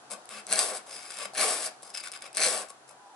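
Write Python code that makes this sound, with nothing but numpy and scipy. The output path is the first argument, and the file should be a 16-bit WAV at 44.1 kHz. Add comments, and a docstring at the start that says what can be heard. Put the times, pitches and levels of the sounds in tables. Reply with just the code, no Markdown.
"""First a light scrape and a tick of steel, close to a stereo microphone in a small workshop:
a round file is sharpening a saw chain tooth by hand. Three pushes bite with a chatter, rasp as tiny
chips break away and ease off, ringing the file, the cutter and the guide bar. Between them the file
slides lightly back, squeaks and ticks against the tooth. A faint hum and far noise lie below."""
import sys
import numpy as np
from scipy import signal
from scipy.fft import rfft, irfft, next_fast_len
from scipy.io import wavfile
from scipy.ndimage import uniform_filter1d

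SR = 44100
rng = np.random.default_rng(int(sys.argv[2]) if len(sys.argv) > 2 else 0)


def wrap_up_sound(samples):
    """Save the sound to the file named by the first command line argument, as 16-bit audio."""
    columns = np.atleast_2d(samples).T
    # keep every value between -1 and 1, then stretch to whole-number steps
    tamed = np.clip(columns, -1, 1)
    steps = np.round(tamed * 32767).astype(np.int16)
    wavfile.write(sys.argv[1], SR, steps)


N = 138915
T = np.arange(N) / SR
SIZE = next_fast_len(N + SR // 2, True) // 2 * 2
HZ = np.maximum(np.arange(SIZE // 2 + 1) * SR / SIZE, 1)
CUTOFF_HZ = 11000


def from_db(db):
    """Decibels to gain."""
    return 10 ** (np.asarray(db) / 20)

def rms_one(x):
    """Scale to unit power."""
    return x / np.sqrt(np.mean(x ** 2) + 1e-20)

def pan(db):
    """Left and right gain; positive is to the microphone's left."""
    return from_db(np.array([[1], [-1]]) * db / 2)

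def over_hz(points):
    """Join (frequency, value) points on a log-frequency axis."""
    hz, value = np.transpose(points)
    return np.interp(np.log(HZ), np.log(hz), value)

def causal(gain):
    """Minimum-phase response of a gain curve: it rings after a blow, never before."""
    cepstrum = irfft(np.log(gain + 1e-7), SIZE)
    cepstrum[..., 1:SIZE // 2] *= 2
    cepstrum[..., SIZE // 2 + 1:] = 0
    return np.exp(rfft(cepstrum))

def through(x, response):
    """Filter a signal."""
    return irfft(rfft(x, SIZE) * response, SIZE)[..., :N]

def bell(hz, width_hz):
    """Curve of one resonance, 1 at its peak."""
    return 1 / (1 + (2 * (HZ - hz) / width_hz) ** 2)

def drift(rate_hz):
    """A random swing of unit power at about the given rate."""
    return rms_one(through(rng.standard_normal(N), HZ / (1 + (HZ / rate_hz) ** 2) ** 1.8))

def swell(time_s, half_s, hz, waver_hz, db):
    """A wavering tone that comes and goes."""
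    phase = 2 * np.pi * np.cumsum(hz + waver_hz * drift(22.8)) / SR
    return from_db(db) * np.exp(-((T - time_s) / half_s) ** 2) * rms_one(np.sin(phase))


# colour of the far noise: (frequency [Hz], gain [dB])
FAR_COLOUR = [(15, -62), (25, -39), (118, -21.5), (182, -19.5), (296, -11), (372, -9.5), (603, -10),
              (740, -0.5), (840, -6.5), (1030, -10), (1200, -9.5), (1550, -11), (2050, -20.5), (11000, -25),
              (14300, -70), (22000, -120)]
# its width at the microphone: (frequency [Hz], side over middle [dB])
FAR_WIDTH = [(40, -6), (130, -8), (500, -7), (1200, -2), (3000, 1.5), (11000, 1.5)]
# its slow rise and fall: (time [s], level [dB])
FAR_LEVEL = [(0, -53), (.8, -52), (1.8, -53.5), (2.8, -55.5)]
# humming bands of noise: (frequency [Hz], width [Hz], level [dB])
HUM_BANDS = [(134.4, 5.8, -79), (750, 85, -76)]
# faint far tones: (time [s], half length [s], frequency [Hz], waver [Hz], level [dB])
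FAR_SWELLS = [(3.09, 0.13, 820, 32, -57.5), (3.08, 0.16, 990, 28, -59.5)]

def background():
    """Room tone: dull noise far from the microphone, a faint hum and two brief tones."""
    mid, side = through(rng.standard_normal((2, N)), from_db(over_hz(FAR_COLOUR)))
    air = rms_one(mid + through(side, from_db(over_hz(FAR_WIDTH))) * [[1], [-1]])
    air *= from_db(np.interp(T, *np.transpose(FAR_LEVEL)))
    hum = sum(from_db(db) * rms_one(through(rng.standard_normal(N), bell(hz, width)))
              for hz, width, db in HUM_BANDS)
    tones = sum(swell(*row) for row in FAR_SWELLS)
    return (air + hum + tones) * pan(db=1)


# what the walls return to the microphone: (frequency [Hz], gain [dB])
ECHO_COLOUR = [(100, -32), (500, -11.5), (2000, -2.5), (6000, -9), (11000, -15.5)]

def workshop_echoes(x, t60_s=0.25, delay_s=0.0004):
    """Near walls give a dying spray of echoes, different on each side."""
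    tail = rng.standard_normal((2, N)) * from_db(-60 * np.minimum(T / t60_s, 4)) * (T > delay_s)
    tail /= np.sqrt(np.sum(tail ** 2, axis=1, keepdims=True))
    return through(x, rfft(tail, SIZE) * from_db(over_hz(ECHO_COLOUR)))


# the saw is nudged as the file takes hold: (time [s], level [dB])
SAW_NUDGES = [(.515, -55.5), (2.35, -64.5), (2.45, -64)]

def nudges(rise_s=0.014, decay_s=0.036, band_hz=(35, 180)):
    """Soft thuds of the saw on its support."""
    level = 0
    for time_s, db in SAW_NUDGES:
        age = np.maximum(T - time_s, 0)
        level += from_db(db) * np.minimum(age / rise_s, 1) * np.exp(-age / decay_s)
    low_band = signal.butter(2, band_hz, "band", fs=SR, output="sos")
    return level * rms_one(signal.sosfilt(low_band, rng.standard_normal(N)))


# tones of the saw: (time [s], half length [s], frequency [Hz], waver [Hz], level [dB])
SAW_GROANS = [(.135, .028, 201.4, 5.8, -59), (0.366, 0.052, 210, 4.4, -58.5),
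              (0.521, 0.033, 193.7, 14, -53.5), (1.466, 0.031, 444, 45.7, -39),
              (2.48, 0.029, 511, 23.2, -35.5), (2.712, 0.021, 1115, 10, -56)]

def groans():
    """The saw groans and rings briefly under the file."""
    return sum(swell(*row) for row in SAW_GROANS)


# width of the steel from close by: (frequency [Hz], side over middle [dB])
STEEL_WIDTH = [(150, -28), (500, -32), (1100, -20), (2200, -5.5), (11000, -11)]

def widen(force):
    """The steel radiates from many points: middle and side become left and right."""
    mid, side = force
    return mid + through(side, from_db(over_hz(STEEL_WIDTH))) * [[1], [-1]]


# where the steel sits before the microphone: (frequency [Hz], left over right [dB])
STEEL_BALANCE = [(60, -1), (250, 2), (550, 5.5), (1100, 5), (2200, 3), (5000, 5), (8000, 5), (11000, 5)]

def steel(colour, modes):
    """Left and right gain of the ringing steel: resonances stand on a smooth colour."""
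    power, pan_db = 1, over_hz(STEEL_BALANCE)
    for hz, width_hz, lift_db, side_db in modes:
        power = power + max(from_db(lift_db) ** 2 - 1, 0) * bell(hz, width_hz)
        pan_db = pan_db + side_db * bell(hz, width_hz)
    return from_db(over_hz(colour)) * np.sqrt(power) * pan(pan_db)

def chips(rough_db, rough_hz, per_s=9000, spread_db=3):
    """Stereo force of tiny chips breaking away at random, in clumps."""
    polarity, chance = rng.random((2, 2, N))
    sizes = from_db(spread_db * np.minimum(rng.exponential(1, (2, N)), 4))
    breaks = sizes * np.sign(polarity - .5) * (chance < per_s / SR)
    clumps = from_db(rough_db * drift(rough_hz))
    return widen(rms_one(breaks * clumps))

def snaps(rows, crumble_s):
    """Force of sharp clicks, each with a brief crumble."""
    force = np.zeros(N)
    for time_s, db in rows:
        force[int(time_s * SR)] = from_db(db)
    fade = np.exp(-1 / (crumble_s * SR))
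    crumble = signal.lfilter([np.sqrt(1 - fade ** 2)], [1, -fade], force + 1e-18)
    return force + crumble * widen(rng.standard_normal((2, N)))

def rasp(force, levels, gain, edges_hz=(1156, 3720)):
    """Drive the steel with a force whose treble, middle and bass each follow a level."""
    above_bass, treble = (1 / (1 + (edge / HZ) ** 10) for edge in edges_hz)
    spectrum = 0
    for level, band in zip(levels, (treble, above_bass - treble, 1 - above_bass)):
        power = np.mean((gain.mean(axis=0) * band * (HZ < CUTOFF_HZ)) ** 2)
        spectrum += rfft(force * level, SIZE) * band / np.sqrt(power)
    return irfft(spectrum * causal(gain), SIZE)[:, :N]


# squeak of the lightly held file: (frequency [Hz], width [Hz], gain [dB])
FILE_MODES = [(4954, 200, 2), (5250, 240, -6.5), (5590, 220, -15)]

def file_ring():
    """Gain curve of the file's own ring."""
    return sum(from_db(db) * bell(hz, width) for hz, width, db in FILE_MODES)


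# resonances of file, cutter and bar: (frequency [Hz], width [Hz], lift [dB], left over right [dB])
LOOSE_MODES = [(1140, 43, 11.5, 3), (2195, 190, 7, -3), (2596, 51, 10.5, 4), (3680, 127, 3.5, -1),
               (6100, 120, 2.5, 6), (7500, 140, 8.5, 8), (8140, 140, 9, -1), (10230, 200, 3, -3)]

def loose_steel(colour):
    """Gain of the steel while the file only rests on the tooth."""
    return steel(colour, LOOSE_MODES)


# the file taps the tooth: (time [s], strength [dB])
FILE_TICKS = [(.1013, -40), (.1158, -23.5), (.256, -38), (.291, -29), (1.1098, -25.5), (1.187, -25),
              (1.8238, -35), (1.9031, -33), (1.9415, -33), (1.9734, -21), (2.0044, -31), (2.0095, -30),
              (2.0338, -34), (2.0565, -29), (2.0748, -30), (2.0848, -26), (2.1176, -27), (2.1228, -27.5),
              (2.1416, -37), (2.1745, -33), (2.2085, -39), (2.2222, -23), (2.3299, -34), (2.6965, -37),
              (2.893, -33)]
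# colour of a tap: (frequency [Hz], gain [dB])
TICK_SPECTRUM = [(100, -35), (400, -13), (2000, 1), (6500, 2.5), (8300, 8), (11000, 14.5)]

def ticks(ring_db=12.5):
    """Light touches set the loose file ringing."""
    gain = loose_steel(TICK_SPECTRUM) + from_db(ring_db) * file_ring()
    return through(snaps(FILE_TICKS, crumble_s=.0008), causal(gain))


# light strokes: (start [s], end [s], treble [dB], middle [dB], bass [dB], squeak [dB])
LIGHT_STROKES = [(0.104, 0.136, -39, -49, -44.5, -65), (0.299, 0.4, -47.5, -48.5, -54, -53.5),
                 (0.865, 0.935, -50, -57.5, -55.5, -59), (0.904, 0.991, -45.5, -52, -55.5, -47.5),
                 (1.002, 1.082, -48, -52.5, -61.5, -53.5), (1.091, 1.188, -46, -50.5, -61, -54),
                 (1.177, 1.256, -41.5, -43.5, -46, -47.5), (1.82, 1.883, -51, -62.5, -57.5, -60),
                 (1.898, 1.899, -47.5, -63, -71, -48), (1.936, 2.003, -46.5, -48.5, -62, -43.5),
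                 (2.03, 2.076, -47, -47.5, -61, -53), (2.127, 2.162, -48, -48, -62, -50.5),
                 (2.217, 2.268, -51.5, -49.5, -54.5, -54), (2.343, 2.393, -51, -50, -52.5, -49),
                 (2.684, 2.704, -49.5, -62, -58, -80), (2.876, 2.918, -58, -70, -57.5, -73)]
# the file's grip, smooth at first and skipping later: (time [s], roughness [dB], attack [s])
GRIP = [(.1, 1, 0.01), (.9, 3.3, 0.018), (1.18, 2.5, 0.006), (1.85, 4, 0.005)]
# colour of the light contact: (frequency [Hz], gain [dB])
SLIDE_SPECTRUM = [(40, -22), (110, -38), (200, -3.5), (290, -16), (550, 5.5), (950, -6.5), (1500, 2.5),
                  (1900, -5.5), (3200, -3.5), (4300, 3), (5400, 4.5), (6500, 3), (7500, 4.5), (11000, 11)]

def slides(release_s=0.011, bass_release_s=0.041, pitch_wander=.015):
    """With little pressure the file skips over the tooth and squeaks."""
    times, *grip = np.transpose(GRIP)
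    rough_db, attack_s = (np.interp(T, times, column) for column in grip)
    releases = np.array([[release_s], [release_s], [bass_release_s], [release_s]])
    levels = np.zeros((4, N))
    for start, end, *db in LIGHT_STROKES:
        rise = np.clip((T - start) / attack_s + .5, 0, 1)
        fall = np.exp(-np.clip(T - end, 0, .5) / releases)
        levels = np.maximum(levels, from_db(db)[:, None] * rise * fall)
    force = chips(rough_db, rough_hz=93)
    squeak = through(force * levels[-1], causal(rms_one(file_ring()))) * pan(db=4)
    slip_s = np.cumsum(pitch_wander * drift(8.9)) / SR   # the pitch shifts with the grip
    slip_s -= uniform_filter1d(slip_s, SR // 4)   # the squeak stays in step with its stroke
    squeak = np.array([np.interp(T + slip_s, T, side) for side in squeak])
    return rasp(force, levels[:-1], loose_steel(SLIDE_SPECTRUM)) + squeak


# resonances of file, cutter and bar under load:
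# (frequency [Hz], width [Hz], lift at the bite [dB], lift later [dB], left over right [dB])
PRESSED_MODES = [(207.4, 11.6, 17, 12, -1), (499, 280, 6.5, 5, -4), (631.6, 19, 18, 11.5, 2),
                 (728, 58, 12, 9.5, -7), (783, 14, 16, 8, 2), (1117, 60, 5, 7.5, 5.5),
                 (1630, 210, 8, 4, -4), (2310, 230, 8.5, 5.5, -3.5), (2700, 79, 10.5, 6.5, -4),
                 (4246, 164, 14.5, -14, -4.5), (4813, 88, 14, 9.5, -6.5), (5430, 180, 4, 6, 6.5),
                 (6044, 120, 16, 3.5, -5), (8030, 200, 5.5, 4, 5), (8340, 99, 0.5, 4, -5.5),
                 (10130, 240, 7, 1, -5)]

def pressed_steel(colour, later=False):
    """Gain of the loaded steel at the bite, or later along the file."""
    modes = [(hz, width, run if later else bite, side) for hz, width, bite, run, side in PRESSED_MODES]
    return steel(colour, modes)


# passing resonances: (time [s], half length [s], frequency [Hz], width [Hz], lift [dB])
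PASSING_MODES = [(.597, 0.031, 8400, 400, 5.5), (.6, .04, 4720, 180, 5.5), (.6, 0.025, 6260, 150, 5),
                 (.6, 0.023, 9900, 900, -2.5), (0.722, 0.11, 10800, 400, 0.5),
                 (1.415, 0.025, 9500, 400, 3.5), (1.395, 0.053, 8250, 800, -8),
                 (2.408, 0.025, 2030, 200, 12), (2.41, 0.1, 10860, 1400, -5)]

def travelling_contact(x):
    """Resonances swell and sink for a moment as the contact moves along the file."""
    for time_s, half_s, hz, width_hz, lift_db in PASSING_MODES:
        window = np.exp(-((T - time_s) / half_s) ** 4)
        lift = from_db(lift_db * window) - 1
        x = x + through(x * lift, 1 / (1 + 2j * (HZ - hz) / width_hz))
    return x


# the file's teeth catch on the cutter: (time [s], strength [dB])
TOOTH_CATCHES = [(.4678, -18), (.5199, -5), (.5266, -0.5), (.5349, -2), (.5584, -6), (.5702, -16),
                 (.591, 0), (.5987, -20), (.6286, -13), (1.3494, -16), (1.358, -19), (1.3645, -21),
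                 (1.371, -10.5), (1.375, -11.5), (1.3798, -6), (1.396, -12), (1.4055, -16), (1.4122, -1.5),
                 (1.4813, -7), (2.3489, -17.5), (2.3596, -17), (2.3648, -16), (2.3707, -1.5), (2.375, -5),
                 (2.4216, -7.5), (2.427, -5), (2.435, -1.5), (2.4481, -3.5), (2.4655, -5), (2.4738, -3.5),
                 (2.4848, -5), (2.5771, -12)]
# colour of a catch: (frequency [Hz], gain [dB])
CATCH_SPECTRUM = [(100, -45), (300, -13.5), (700, -18), (2000, -13.5), (4500, -8), (6800, -7.5), (8300, 6),
                  (11000, 0)]

def catches():
    """A loaded file tooth snaps free and rings the steel."""
    return through(snaps(TOOTH_CATCHES, crumble_s=.0011), causal(pressed_steel(CATCH_SPECTRUM)))


# cutting strokes, one list each, before trim: (time [s], treble [dB], middle [dB], bass [dB])
CUTTING_STROKES = [
    [(0.474, -51, -55, -54), (0.506, -36, -45.5, -42.5), (0.522, -31, -37.5, -38.5),
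     (0.568, -32.5, -40.5, -41), (0.592, -25.5, -36, -34.5), (0.674, -34, -49, -42),
     (0.71, -36.5, -44, -41.5), (0.722, -41.5, -47.5, -38), (0.772, -35.5, -51.5, -46),
     (0.82, -71, -62, -57)],
    [(1.335, -50.5, -82, -50), (1.351, -47, -45.5, -52.5), (1.383, -31.5, -37, -38.5),
     (1.409, -25, -32, -35), (1.437, -24, -36, -31), (1.469, -29, -38.5, -37), (1.493, -27, -39, -34),
     (1.597, -35.5, -46.5, -42.5), (1.665, -31, -45, -45), (1.72, -67, -63, -55.5)],
    [(2.379, -32, -38, -53), (2.383, -36, -42.5, -45.5), (2.415, -25.5, -37.5, -34),
     (2.451, -23.5, -31.5, -41.5), (2.463, -23.5, -35.5, -31.5), (2.483, -28, -41.5, -39.5),
     (2.553, -32.5, -42, -36.5), (2.621, -39, -49, -44), (2.647, -53.5, -61, -49), (2.68, -66, -64, -61)],
]
# colour of the cutting contact: (frequency [Hz], gain [dB])
PUSH_SPECTRUM = [(40, -33), (110, -32), (170, -17.5), (290, -6.5), (430, 0), (750, 1.5), (950, -3.5),
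                 (1400, 8.5), (3000, 2.5), (5200, -6.5), (6900, -5.5), (7600, 0), (9200, 0.5), (11000, 3.5)]

def pushes(trim_db=(-1, -1, 0), bite_s=0.08, bite_fade_s=0.011):
    """Close to the microphone the file bites; its chatter quickens and smooths out, and the ring shifts."""
    chatter_hz, rise_hz_per_s, depth_db, chatter_fade_s = 125, 690, 9, 0.041
    levels, chatter_db, biting = np.zeros((3, N)), np.zeros(N), np.zeros(N)
    unevenness = np.exp(.3 * drift(80))
    for stroke in CUTTING_STROKES:
        times, *bands = np.transpose(stroke)
        inside = (T >= times[0]) & (T <= times[-1])
        age = np.maximum(T - times[0], 0)
        levels += [inside * from_db(np.interp(T, times, db) + trim) for db, trim in zip(bands, trim_db)]
        cycles = np.cumsum((chatter_hz + rise_hz_per_s * age) * unevenness) / SR
        sawtooth = 1 - 2 * (cycles % 1)
        chatter_db += inside * depth_db * np.exp(-age / chatter_fade_s) * sawtooth
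        biting += inside * (1 - np.tanh((age - bite_s) / bite_fade_s)) / 2
    force = chips(rough_db=0.5, rough_hz=225) * from_db(chatter_db)
    bite = rasp(force * biting, levels, pressed_steel(PUSH_SPECTRUM))
    run = rasp(force * (1 - biting), levels, pressed_steel(PUSH_SPECTRUM, later=True))
    return bite + run


def scene(right_lag_s=.000018):
    """The filing, close by and a little left of the microphone, with the workshop around it."""
    left, right = travelling_contact(pushes() + catches()) + slides() + ticks() + groans()
    filing = np.array([left, through(right, np.exp(-2j * np.pi * HZ * right_lag_s))])
    return filing + workshop_echoes(filing) + nudges() + background()

def record(dry):
    """The microphone's signal is cut steeply at the top."""
    low_pass = np.maximum(1 / (1 + (HZ / CUTOFF_HZ) ** 180), 1e-4)
    return through(dry, causal(low_pass))


dry = scene()
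out = record(dry)
wrap_up_sound(out)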